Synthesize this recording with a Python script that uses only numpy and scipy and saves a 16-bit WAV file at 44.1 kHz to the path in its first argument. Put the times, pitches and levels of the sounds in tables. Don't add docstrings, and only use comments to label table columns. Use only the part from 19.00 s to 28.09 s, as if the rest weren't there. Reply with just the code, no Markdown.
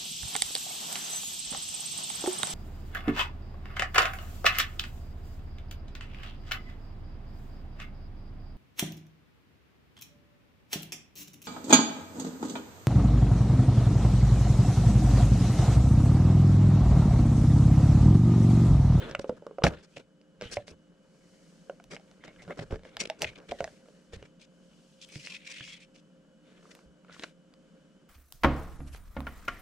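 import sys
import numpy as np
from scipy import signal
from scipy.fft import rfft, irfft, next_fast_len
from scipy.io import wavfile
from scipy.ndimage import uniform_filter1d, map_coordinates

SR = 44100
rng = np.random.default_rng(int(sys.argv[2]) if len(sys.argv) > 2 else 0)


def to_wav(sig):
    pcm = np.clip(np.atleast_2d(sig), -1, 1) * 32767
    pcm = np.round(pcm).astype(np.int16)
    wavfile.write(sys.argv[1], SR, pcm.T)


def nominal_scale(level):
    x = np.asarray(level, float) / 20
    return 10 ** x


N = 400869

# [t/s, crack level/dB, crack f/Hz, hollow ring over crack level/dB, treble over crack level/dB]
BUCKLES = [(0.1113, -29.5, 3300, -8.5, -6.5), (0.1485, -22.5, 1410, -8.5, -44), (0.15, -20, 2750, -24, -14),
           (0.195, -30.5, 1370, -2.5, -4), (0.2432, -34.5, 1330, 8, -19), (0.294, -31.5, 1297, 10.5, -10),
           (.4226, -59.5, 1370, 20.5, -11), (0.466, -35.5, 1188, 4.5, -15.5), (0.51, -46.5, 1066, 8, -20),
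           (0.584, -32.5, 1190, 8, -19), (0.6202, -30, 1190, -2.5, -35.5), (0.6363, -11, 3015, -20.5, -18),
           (0.6387, -7.5, 1390, -4, -11.5), (0.6465, -20.5, 1266, -6.5, -25), (0.653, -25.5, 2220, 5, -25),
           (0.6664, -13, 2120, -1, -28), (0.6755, -25, 4900, -30, 3), (.737, -40, 2880, -17, -18),
           (0.9698, -31, 2800, -5.5, -21), (1.2136, -49, 2980, -8, -12.5),
           (1.4112, -26, 1644, -11.5, -13.5), (1.4208, -28.5, 1710, -8, -6), (1.539, -29, 5520, -30, -0.5),
           (1.557, -40, 5500, -30, 2), (1.5694, -24.5, 2460, 2, -32), (1.68, -32.5, 2956, -13, -13.5),
           (2.6964, -34.5, 1480, 3, -22.5), (2.799, -43.5, 1420, -5, -16), (2.84, -43, 1440, -14, 4),
           (2.9646, -32.5, 2200, -13, -20.5), (2.9966, -48, 1410, -6, -6), (3.1128, -46, 1500, -13, -7),
           (3.238, -36, 2126, -19, -23), (3.2792, -36, 2180, -8.5, -12), (3.361, -48, 1700, -25, -30),
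           (3.421, -40, 2300, -13, -9), (3.4493, -49, 1740, -30, -18), (3.478, -43, 1490, 0.5, -17),
           (3.507, -30.5, 2120, -1, -26), (3.535, -58, 7500, -30, 5), (3.559, -48, 2940, -14, -4),
           (3.5907, -31.5, 1610, 2, -21), (3.698, -59, 7500, -30, 8), (3.708, -38, 1400, 2.5, -36),
           (3.7244, -38.5, 1700, 9.5, -30), (3.741, -43.5, 1370, 7.5, -21.5), (3.757, -39, 1770, 1, -19),
           (3.7927, -46.5, 1670, 0, -17), (3.834, -45.5, 2630, -3, -9), (3.8511, -40.5, 1757, -5.5, -21),
           (3.968, -20.5, 1830, -20, -6), (4.099, -16.5, 2790, -11, -5), (4.117, -49, 1980, -21.5, -18),
           (4.147, -53, 2530, -28, -1), (4.219, -11, 2980, -16, 3), (4.2308, -28, 2270, -4, -8),
           (4.2441, -19, 2117, -14, -31), (4.333, -48.5, 1700, -18.5, -17.5), (4.385, -45, 3270, -23, -15),
           (4.401, -47, 2800, -15, -15), (4.5193, -29.5, 2300, 5.5, -8), (4.6051, -23, 1470, 0.5, -16),
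           (4.6254, -50, 1380, 14, 2), (4.6418, -19.5, 1983, -9, -9), (4.6758, -38, 1640, -1.5, -43),
           (4.805, -53, 1500, -11.5, -13), (4.858, -54.5, 1400, -1, -14), (4.885, -54, 1478, 4, -25),
           (5.133, -41.5, 1740, 1, -4), (5.226, -40.5, 1720, -2, -18.5), (6.0879, -45, 3160, -23, 11.5),
           (6.1564, -30.5, 3520, -25, -14), (6.2714, -27.5, 2830, -43, -35),
           (6.337, -40.5, 2510, -35, -2.5), (6.606, -34.5, 1740, -38, -33), (6.61, -34, 2980, -42, -35),
           (6.677, -43.5, 1699, -40, -26), (6.961, -43, 4500, -21, -7), (7.627, -51, 1372, -26, -27.5),
           (7.654, -47.5, 1240, -27, -24), (7.7505, -38, 2300, -14, 8), (7.771, -54, 1100, -25, -25),
           (7.79, -45.5, 1430, -26.5, -18), (8.047, -48, 1380, -8, -18), (8.083, -52, 1800, -7, -27),
           (8.0954, -43.5, 1410, -26.5, -28), (8.126, -39.5, 3920, -30, -12),
           (8.164, -43.5, 1110, -24, -26.5), (8.1951, -31.5, 4170, -20, -21),
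           (8.2235, -41.5, 3920, -20.5, -12), (8.2356, -24, 3900, -28, -28),
           (8.2399, -29.5, 1500, -34, -21.5), (8.5382, -45, 1285, -28, -1)]


def snaps():
    out, t = np.zeros((2, N + SR)), np.arange(SR // 8) / SR
    for start, db, crack_hz, hollow_db, treble_db in BUCKLES:
        crack = wall_crack(t, crack_hz, treble_db)
        hollow = tub_ring(t, start, db)
        sound = nominal_scale(db + 1.0) * (crack + nominal_scale(hollow_db + 6.0) * hollow)
        sound = sound + shudder(t, nominal_scale(db) * (0.33 * crack + nominal_scale(hollow_db + 5.5) * hollow))
        lag = rng.integers(1, 3)
        at = round(start * SR)
        out[0, at + lag:][:len(t)] += sound
        out[1, at:][:len(t)] += sound

    def radiation(hz):
        return (1j * hz / (1j * hz + 170)) ** 2 / (1 + 1j * hz / 13000)
    return filtered(out[:, :N], radiation)


def buckle_burst(t):
    tear = rng.standard_normal(len(t)) * nominal_scale(-60 * t / .007) * (1 - np.exp(-t / .0006)) ** 2
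    jolt = nominal_scale(-((t - .0009) / .00002) ** 2)
    return .65 * tear / np.abs(tear).max() + jolt


# [f/Hz, width/Hz, relative level/dB]
WALL_MODES = [(740, 150, -7.5), (1160, 430, -14.5), (1593, 950, -10), (2300, 550, 2), (2827, 687, 5.5),
              (3700, 1100, -4), (5000, 3200, 17.5), (7200, 1000, -7), (12000, 2100, -8)]


def wall_crack(t, crack_hz, treble_db):
    burst = buckle_burst(t)
    modes = 0.38 * ring(crack_hz, 0.01, t, 0.0002)
    for hz, width, level in WALL_MODES:
        drive_db = level + 2.0 * rng.standard_normal() - 11.2 * abs(np.log2(hz / crack_hz))
        if hz > 3300:
            drive_db += treble_db + 27.0
        decay = np.exp(-np.pi * width * t) * (1 - np.exp(-t * hz))
        modes = modes + nominal_scale(drive_db) * np.sin(2 * np.pi * hz * t) * decay
    wall = np.convolve(burst[:300], modes)[:len(t)]
    return wall / np.abs(wall).max() + nominal_scale(treble_db - 8) * np.diff(burst, prepend=0)


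# [t/s, f/Hz]
TUB_PITCH = [(0, 400), (.15, 567), (.2, 492), (.245, 462), (.295, 538), (.42, 514), (.47, 482), (.51, 448),
             (.585, 574), (.62, 507), (.64, 555), (1, 562), (1.41, 491), (1.5, 590), (2.7, 577), (2.8, 694),
             (3.28, 690), (3.5, 620), (3.6, 597), (3.71, 452), (3.76, 460), (3.97, 640), (4.1, 580),
             (4.52, 600), (4.6, 530), (4.64, 612), (5.2, 471), (9, 520)]
# [f over the main ring, share, t60/s]
AIR_MODES = [(.95, 1.1, 0.03), (1.13, 0.6, .03), (1.5, .25, 0.016), (.76, 0.19, 0.035), (2.3, 0.1, 0.014)]
RISE_PER_DB, FIRM_DB = .015, -28
TUB_SCATTER = .02


def tub_ring(t, start, db):
    rise = RISE_PER_DB * max(db - FIRM_DB, 0) + TUB_SCATTER * rng.standard_normal()
    main_hz = np.interp(start, *np.transpose(TUB_PITCH)) * (1 + rise)
    return sum(share * nominal_scale(2.0 * rng.standard_normal()) * ring(main_hz * ratio, t60, t, 0.0017)
               for ratio, share, t60 in AIR_MODES)


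def shudder(t, blow):
    rattle = rng.standard_normal(len(t)) * nominal_scale(-60 * t / .1) * (1 - np.exp(-t / 0.0052))
    return nominal_scale(-33.5) * signal.fftconvolve(rattle, blow[:SR // 200])[:len(t)]


# [t/s, level/dB, f/Hz, t60/s]
LANDINGS = [(.112, -38.5, 147, 0.046), (0.191, -35, 199.5, 0.051), (0.294, -28.5, 216.4, 0.032),
            (0.639, -13, 152.3, 0.03), (0.65, -28, 70, 0.17), (0.659, -35.5, 38.06, 0.2),
            (0.669, -22.5, 167.3, 0.022), (0.681, -23.5, 148, 0.042), (0.972, -48.5, 150, 0.059),
            (1.426, -39.5, 200, 0.031), (1.456, -41, 91, 0.051), (1.573, -41.5, 100.7, 0.098),
            (1.715, -52.5, 80, 0.089), (3.282, -50, 169, 0.0414), (3.477, -46.5, 169.3, 0.16),
            (3.592, -35, 157.7, 0.06), (3.608, -42, 120, 0.14), (3.708, -40.5, 119.5, 0.0523),
            (3.728, -27, 72.4, 0.047), (3.758, -40, 60, 0.024), (3.998, -68, 100.3, 0.12),
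            (4.218, -46, 149.8, 0.1), (4.25, -46.5, 75.4, 0.14), (4.5, -50.5, 60, 0.12),
            (4.519, -48, 238, 0.17), (4.621, -48.5, 70.3, 0.11), (4.607, -40, 165, 0.033),
            (5.135, -44.5, 77, 0.12), (5.168, -41, 79, 0.07), (5.224, -48.5, 118.6, 0.034),
            (6.159, -39.5, 145, 0.096), (7.86, -59.5, 61.93, 0.18), (6.608, -48, 139.6, 0.098),
            (8.196, -42.5, 293, 0.026)]


def thuds():
    out, t = np.zeros(N + SR), np.arange(SR // 3) / SR
    for start, db, hz, t60 in LANDINGS:
        blow = ring(hz, t60, t, 0.00068) + 0.32 * ring(hz * 2.1, t60 * 0.95, t, 0.0029)
        out[round(start * SR):][:len(t)] += nominal_scale(db + 7.0) * blow
    return out[:N]


# [f/Hz, relative level/dB]
SCRAPE_COLOUR = [(600, -34), (1200, -9.5), (1800, -1.5), (2400, -1.5), (3300, -1.5), (4200, -6.5),
                 (6000, -38)]
FIZZ_COLOUR = [(2800, -50), (4200, -5), (5500, -11), (7500, -7.5), (10000, -16), (12500, -30),
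               (15500, -41.5)]
CLOTH_COLOUR = [(2800, -43.5), (4200, -6.5), (6000, -6.5), (8000, -10), (10500, -17.5), (13000, -23.5),
                (15500, -40.5)]
HOLLOW_COLOUR = [(90, -42), (150, 4.5), (280, 3.5), (450, 6), (600, 3.5), (750, -6.5), (1100, -8),
                 (1600, -4.5), (2500, -41)]
TABLE_COLOUR = [(15, -15), (35, 12), (70, -4), (130, 9.5), (220, -59)]
# [f/Hz, left-right likeness]
NEAR_LIKENESS = [(60, 0.9), (1000, 0.89), (4000, 0.33), (12000, 0.63)]
# [t/s, f/Hz]
CONTACT_PITCH = [(0, 1640), (.1, 1680), (.3, 1430), (.86, 1660), (0.948, 2696), (1.42, 1453), (1.49, 1542),
                 (1.52, 1690), (1.55, 1700), (1.6, 1494), (1.75, 2820), (2.63, 1490), (2.899, 2060),
                 (3.25, 2100), (3.42, 2180), (3.53, 2170), (3.65, 1610), (4.0, 2330), (4.5, 2300),
                 (4.599, 1730), (5.2, 1930), (5.4, 2850), (6.05, 3200), (6.09, 2500), (6.2, 2450),
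                 (6.34, 2500), (6.5, 2376), (6.6, 2450), (6.7, 2300), (6.8, 2300), (7.0, 2821), (7.4, 1514),
                 (8.2, 1540)]
# [level/dB] of scrape, brightness, hollow body
STIRRING = [-102.5, -88.5, -67.5]
SHEEN_HZ = 5400
RUMBLE_DB, RUMBLE_GROWS, RUMBLE_S = -88, 1.9, 0.11
LET_GO_S = 6.4
WALL_DB, WALL_SHARP = -2.5, 0.47


def rubs():
    quick = skids()
    slow = nominal_scale(STIRRING)[:, None] ** 2 + strokes()
    scrape, hollow = np.sqrt(quick + slow)[::2]
    fizz, cloth = np.sqrt(quick[1]), np.sqrt(slow[1])

    load_db = 20 * np.log10(uniform_filter1d(hollow, size=round(RUMBLE_S * SR)) / nominal_scale(STIRRING[2]))
    pushed = np.arange(N) < LET_GO_S * SR
    table_db = RUMBLE_DB + 36 * np.tanh(RUMBLE_GROWS * load_db / 36) * pushed
    grip_db = 1.9 * wobble(60) + 2.3 * wobble(250)

    def wall(f):
        return 1 + sum(nominal_scale(WALL_DB) / (1 + ((f - hz) / (WALL_SHARP * width)) ** 2)
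                       for hz, width, _ in WALL_MODES)
    creak_noise = unit(filtered(rush(SCRAPE_COLOUR, NEAR_LIKENESS, 1200, 5), wall))
    creak_noise = sung(creak_noise, CONTACT_PITCH, octaves=0.15, peak_db=0.5, below_db=18.5, patchy_db=2.5)
    fizz_noise = sung(rush(FIZZ_COLOUR, NEAR_LIKENESS, 540, 5.8), [(0, SHEEN_HZ)],
                      octaves=0.22, peak_db=10, below_db=2.5, patchy_db=3.0)
    cloth_noise = rush(CLOTH_COLOUR, NEAR_LIKENESS, 300, 5.8)
    hollow_noise = rush(HOLLOW_COLOUR, NEAR_LIKENESS, 120, 16.0)
    table_noise = rush(TABLE_COLOUR, NEAR_LIKENESS)

    out = scrape * nominal_scale(grip_db) * creak_noise
    out = out + fizz * nominal_scale(grip_db + 1.2 * wobble(89)) * fizz_noise
    out = out + cloth * nominal_scale(0.6 * wobble(23)) * cloth_noise
    out = out + hollow * nominal_scale(0.13 * grip_db + 1.1 * wobble(53)) * hollow_noise
    return out + nominal_scale(table_db + 5.1 * wobble(9.1)) * table_noise


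# [t/s, length/s, scrape level/dB, brightness over scrape level/dB, hollow body over scrape level/dB]
SHORT_SKIDS = [(0.091, 0.014, -60, 2, 17), (0.19, 0.011, -44.5, -8.5, 8.5), (0.206, 0.027, -61, -1, -8),
               (0.276, 0.027, -69, 1.5, -10), (0.363, 0.023, -69.5, 0.5, 20), (0.635, 0.03, -34.5, -6, 8),
               (0.659, 0.031, -38.5, -3.5, 9.5), (0.679, 0.082, -53, -8, 14),
               (.745, 0.086, -61.5, -13.5, 6), (0.782, 0.035, -72, 2, -1), (0.82, 0.045, -67, 0, 7),
               (0.959, 0.029, -51, -8.5, -1), (0.99, 0.028, -59.5, -9, 7.5), (1.409, 0.075, -50, -12, -1),
               (1.509, 0.044, -50.5, 4.5, -1.5), (1.552, 0.024, -54.5, 4, -12),
               (1.667, 0.054, -62, 2.5, -12), (2.9, 0.065, -54, -3, 4.5), (2.965, 0.02, -61, -12, 4),
               (3.21, 0.15, -68.5, -22, 3), (3.39, 0.021, -66, -17, -4), (3.239, 0.0278, -60, -4, 8),
               (3.269, 0.032, -61.5, -17, 7), (3.417, 0.028, -64, -2, 1), (3.48, 0.051, -64, -10, 15.5),
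               (3.493, 0.042, -57, -14.5, 13.5), (3.57, 0.025, -58, -1, 6.5),
               (3.589, 0.014, -48, -10, -1.5), (3.603, 0.0431, -56, -3.5, 10), (3.7, 0.074, -59, -5, 14.5),
               (3.842, 0.062, -63.5, -7, 6.5), (3.991, 0.054, -45.5, -2.5, -0.5),
               (3.998, 0.028, -37.5, -2, -21), (4.03, 0.032, -61, -2, 8.5), (4.052, 0.0098, -40.5, -8, -5),
               (4.071, 0.0072, -52.5, 1, 6), (4.185, 0.021, -68, 4, 13.5), (4.203, 0.059, -49.5, -2, 8),
               (4.223, 0.0062, -41, 9, -18), (4.241, 0.013, -35, -18, -17.5),
               (4.257, 0.051, -47.5, -15, -10), (4.353, 0.022, -53.5, -14, -16), (4.373, 0.024, -62, -5, 2),
               (4.353, 0.099, -74.5, -2, 19.5), (4.483, 0.03, -54, -11, 4),
               (4.51, 0.0086, -39, -13.5, -5.5), (4.585, 0.022, -54, -10, -2), (5.121, 0.05, -56, -5, 3.5),
               (5.248, 0.021, -66, -6, 1.5), (5.393, 0.067, -63, -3.5, -17),
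               (6.01, 0.045, -54.5, -2, -20.5), (6.11, 0.099, -57.5, 1.5, -12),
               (6.189, 0.18, -54, -1.5, -27), (6.287, 0.096, -50.5, -11, -21),
               (6.32, 0.062, -50.5, -6, -25.5), (6.445, 0.032, -59, -3, -18.5),
               (6.462, 0.037, -47.5, -7.5, -23), (6.494, 0.037, -46, -2, -20),
               (6.52, 0.121, -52, -7.5, -34), (6.626, 0.16, -60, 1.5, -29.5),
               (6.664, 0.1, -53.5, -10.5, -31.5), (6.792, 0.072, -63, -5.5, -21),
               (6.939, 0.072, -68.5, -1.5, -11.5), (7.52, 0.128, -73, -14, -1.5), (7.62, 0.052, -75, 0, -8),
               (7.705, 0.03, -64.5, -4, 1), (8.093, 0.077, -68, -14, -9.5), (8.118, 0.046, -66, 1.5, -11.5),
               (8.22, 0.012, -50.5, -13, -3), (8.232, 0.019, -46.5, -6.5, 2.5)]
EDGE_S, EDGE_SHARE = 0.0024, 0.093
SKID_TOP, SKID_SAG_DB = 0.36, 11.5


def skids():
    power = np.zeros((3, N))
    for start, length, db, fizz_db, hollow_db in SHORT_SKIDS:
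        u = np.linspace(0, 1, round(length * SR))
        edge = EDGE_S + EDGE_SHARE * length
        shape = np.clip(np.minimum(u, 1 - u) * length / edge, 0, 1)
        shape = shape * nominal_scale(-SKID_SAG_DB * abs(u - SKID_TOP))
        levels = nominal_scale([[db], [db + fizz_db], [db + hollow_db]])
        at = round(start * SR)
        power[:, at:at + len(u)] += (levels * unit(shape)) ** 2
    return power


# [t/s, length/s, scrape level/dB, brightness over scrape level/dB, hollow body over scrape level/dB]
SLOW_STROKES = [(-.12, 0.294, -49.5, -15.5, 8.5), (0.101, 0.31, -68, -7, 8.5),
                (0.332, 0.31, -86, -13.5, 23.5), (0.6, 0.19, -58.5, -14, 10), (0.848, 0.21, -68, -1.5, 3),
                (1.384, 0.27, -56.5, -9.5, -0.5), (1.661, 0.092, -66, -5, 12), (1.95, 1, -75, 5, 6.5),
                (2.836, 0.477, -74.5, 0, 8), (3.13, 0.782, -70, -2.5, 9.5), (3.79, 0.47, -63, -10, 5.5),
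                (4.191, 0.19, -58.5, -10.5, 2), (4.395, 0.4555, -64, -1, 4.5), (4.692, 0.47, -75.5, 3, 7),
                (5.076, 0.25, -70, -5.5, 6.5), (5.393, 1, -75, 2.5, -20), (5.964, 0.52, -58.5, -3.5, -7.5),
                (6.344, 0.51, -53, -15, -34), (7.39, 0.32, -69, -7.5, 3.5), (7.565, 0.336, -71, 1.5, 10),
                (8.046, 0.14, -68, -12, 3), (8.094, 0.24, -59.5, -4.5, -0.5), (8.451, 0.52, -83, -3, 13)]


def strokes():
    power = np.zeros((3, N))
    for start, length, db, fizz_db, hollow_db in SLOW_STROKES:
        at = np.arange(max(round(start * SR), 0), round((start + length) * SR))
        swell = np.sin(np.pi * (at / SR - start) / length).clip(0) ** 1.1
        levels = nominal_scale([[db], [db + fizz_db], [db + hollow_db]])
        power[:, at] += (levels * swell) ** 2
    return power


def sung(x, path, octaves, peak_db, below_db, patchy_db):
    hz, t, z = signal.stft(x, SR, nperseg=512)
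    off = np.log2((hz[:, None] + 1) / np.interp(t, *np.transpose(path)))
    patches = uniform_filter1d(rng.standard_normal(off.shape), size=2, axis=0)
    patches = unit(uniform_filter1d(patches, size=9, axis=1))
    resonance = 1 + nominal_scale(peak_db) / (1 + (off / octaves) ** 2)
    gain = resonance * nominal_scale(below_db * np.clip(off + 0.2, -.7, 0) + patchy_db * patches)
    share = np.mean(abs(z) ** 2, axis=(0, 2))[:, None]
    gain = gain / np.sqrt(np.sum(share * gain ** 2, axis=0) / share.sum())
    return signal.istft(z * gain, SR, nperseg=512)[1][:, :N]


# [t/s, length/s, f/Hz, level/dB]
CATCHES = [(0.062, 0.07, 1650, -56), (1.426, 0.072, 3000, -54.5), (3.202, 0.13, 2189, -65.5),
           (3.384, .04, 2043, -58.5), (3.51, 0.021, 2200, -53), (5.25, 0.0174, 1650, -66),
           (5.409, 0.0283, 2450, -64.5), (6.289, .07, 1090, -70), (6.482, .05, 1040, -69),
           (6.659, 0.114, 3360, -54.5), (8.085, 0.093, 1480, -64)]


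def squeaks():
    out = np.zeros(N)
    for start, length, hz, db in CATCHES:
        t = np.arange(round(length * SR)) / SR
        mode = np.sin(2 * np.pi * hz * t) * np.exp(-np.pi * 110 * t)
        sing = signal.fftconvolve(rng.standard_normal(len(t)), mode)[:len(t)]
        swell = np.sqrt(np.sin(np.pi * t / length).clip(0))
        out[round(start * SR):][:len(t)] += nominal_scale(db) * unit(sing * swell)
    return out


# [f/Hz, t60/s]
ROOM_DECAY = [(150, 0.29), (1000, 0.1), (4000, 0.072), (12000, 0.091)]


def room(x):
    out, step, delay = np.zeros((2, N + SR)), SR // 2, 130
    for start in range(0, N, step):
        hz, t, z = signal.stft(rng.standard_normal((2, SR // 2)), SR, nperseg=256)
        decay = nominal_scale(-60 * t / along(ROOM_DECAY, hz)[:, None])
        tail = signal.istft(z * decay, SR, nperseg=256)[1]
        tail = tail / np.linalg.norm(tail[0])
        wet = signal.fftconvolve(x[None, start:start + step], tail, axes=1)
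        at = start + delay
        out[:, at:at + wet.shape[1]] += wet[:, :N + SR - at]
    return out[:, :N]


# [f/Hz, relative level/dB]
AIR_COLOUR = [(15, -57), (25, -13.5), (66, -17.5), (107, -29.5), (169, 2), (260, -8), (297, -11.5),
              (331, -40.5), (523, -41), (666, -33), (2700, -30.5), (3000, -27.5), (3720, -34.5),
              (7500, -36.5), (15500, -60.5)]
# [f/Hz, left-right likeness]
AIR_LIKENESS = [(60, 0.94), (240, 0.93), (950, 0.42), (3770, 0.24), (15000, 1)]
# [f/Hz, level/dB, pitch waver/Hz, flutter knots per s]
HUM_PARTIALS = [(178.2, -70.5, 3, 8), (300.7, -73, 2.3, 9.1), (529, -70, 1.96, 21), (597, -85.5, 3.3, 18),
                (2980, -81.5, 35, 180)]
AIR_DB, DRAUGHT_DB, FLUTTER_DB = -62, 1, 2.2


def air():
    hum = np.zeros(N)
    for hz, db, waver_hz, rate in HUM_PARTIALS:
        phase = 2 * np.pi * np.cumsum(hz + waver_hz * wobble(40)) / SR
        hum += np.sqrt(2) * nominal_scale(db + FLUTTER_DB * wobble(rate)) * np.sin(phase)
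    return nominal_scale(AIR_DB + DRAUGHT_DB * wobble(3.8)) * rush(AIR_COLOUR, AIR_LIKENESS) + hum


def unit(x):
    return x / np.sqrt(np.mean(x ** 2) + 1e-20)


def along(points, hz):
    f, v = np.transpose(points)
    return np.interp(np.log(hz + 1), np.log(f + 1), v)


def filtered(x, response):
    m = next_fast_len(N + SR // 2)
    return irfft(rfft(x, m) * response(np.fft.rfftfreq(m, 1 / SR)), m)[..., :N]


def wobble(rate):
    knots = rng.standard_normal(int(N * rate / SR) + 4)
    return map_coordinates(knots, [np.arange(N) * rate / SR])


def ring(hz, t60, t, attack):
    return np.sin(2 * np.pi * hz * t) * nominal_scale(-60 * t / t60) * (1 - np.exp(-t / attack))


def rush(spectrum, alike, rate=0, grain_db=0):
    pair = rng.standard_normal((2, N))
    size_db = grain_db + 3 * np.minimum(rng.exponential(size=N), 3)
    slips = (rng.random(N) < rate / SR) * nominal_scale(size_db) * rng.choice([-1, 1], N)
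    return unit(spread(pair + slips, alike, spectrum))


def spread(pair, alike, spectrum=((1, 0), (2, 0))):
    def mid_side(hz):
        turn = np.arccos(np.clip(along(alike, hz), -1, 1)) / 2
        return nominal_scale(along(spectrum, hz)) * [np.cos(turn), np.sin(turn)]
    mid, side = filtered(pair, mid_side)
    return np.array([mid + side, mid - side])


# [f/Hz, phase by which left leads/rad]
PORT_LEAD = [(0, 0), (550, -0.7), (900, -.8), (3000, -.75), (5000, -.05), (15300, 0)]


def scene():
    hits = snaps() + thuds() + squeaks()
    side = np.array([[1], [-1]])
    wide = filtered(rubs() + air(), lambda hz: np.exp(1j * side * along(PORT_LEAD, hz) / 2))
    wet = nominal_scale(-14.0) * spread(room(hits.mean(axis=0)), NEAR_LIKENESS)
    return hits * nominal_scale([[-.8], [.8]]) + wet + wide


def band_limit(x):
    return signal.sosfilt(signal.butter(12, 15740, fs=SR, output="sos"), x)


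# [f/Hz, left over right level/dB]
PORT_LEAN = [(60, -1), (180, 0), (550, -0.5), (1650, -0.5), (4970, 2), (15000, -4.5)]


def record(dry):
    keep = np.exp(-1 / (.25 * SR))
    power = np.pad(np.mean(dry ** 2, axis=0), (1500, 0))[:N]
    recent = signal.lfilter([1 - keep], [1, -keep], power)
    ducked = dry * (1 + recent / nominal_scale(-32.5) ** 2) ** -.25
    side = np.array([[1], [-1]])
    ports = filtered(ducked, lambda hz: nominal_scale(side * along(PORT_LEAN, hz) / 2) / np.sqrt(1 + (hz / 11500) ** 9))
    ports = ports / (1 + np.abs(ports / .7) ** 3) ** (1 / 3)
    return band_limit(ports)


dry = scene()
out = record(dry)
to_wav(out)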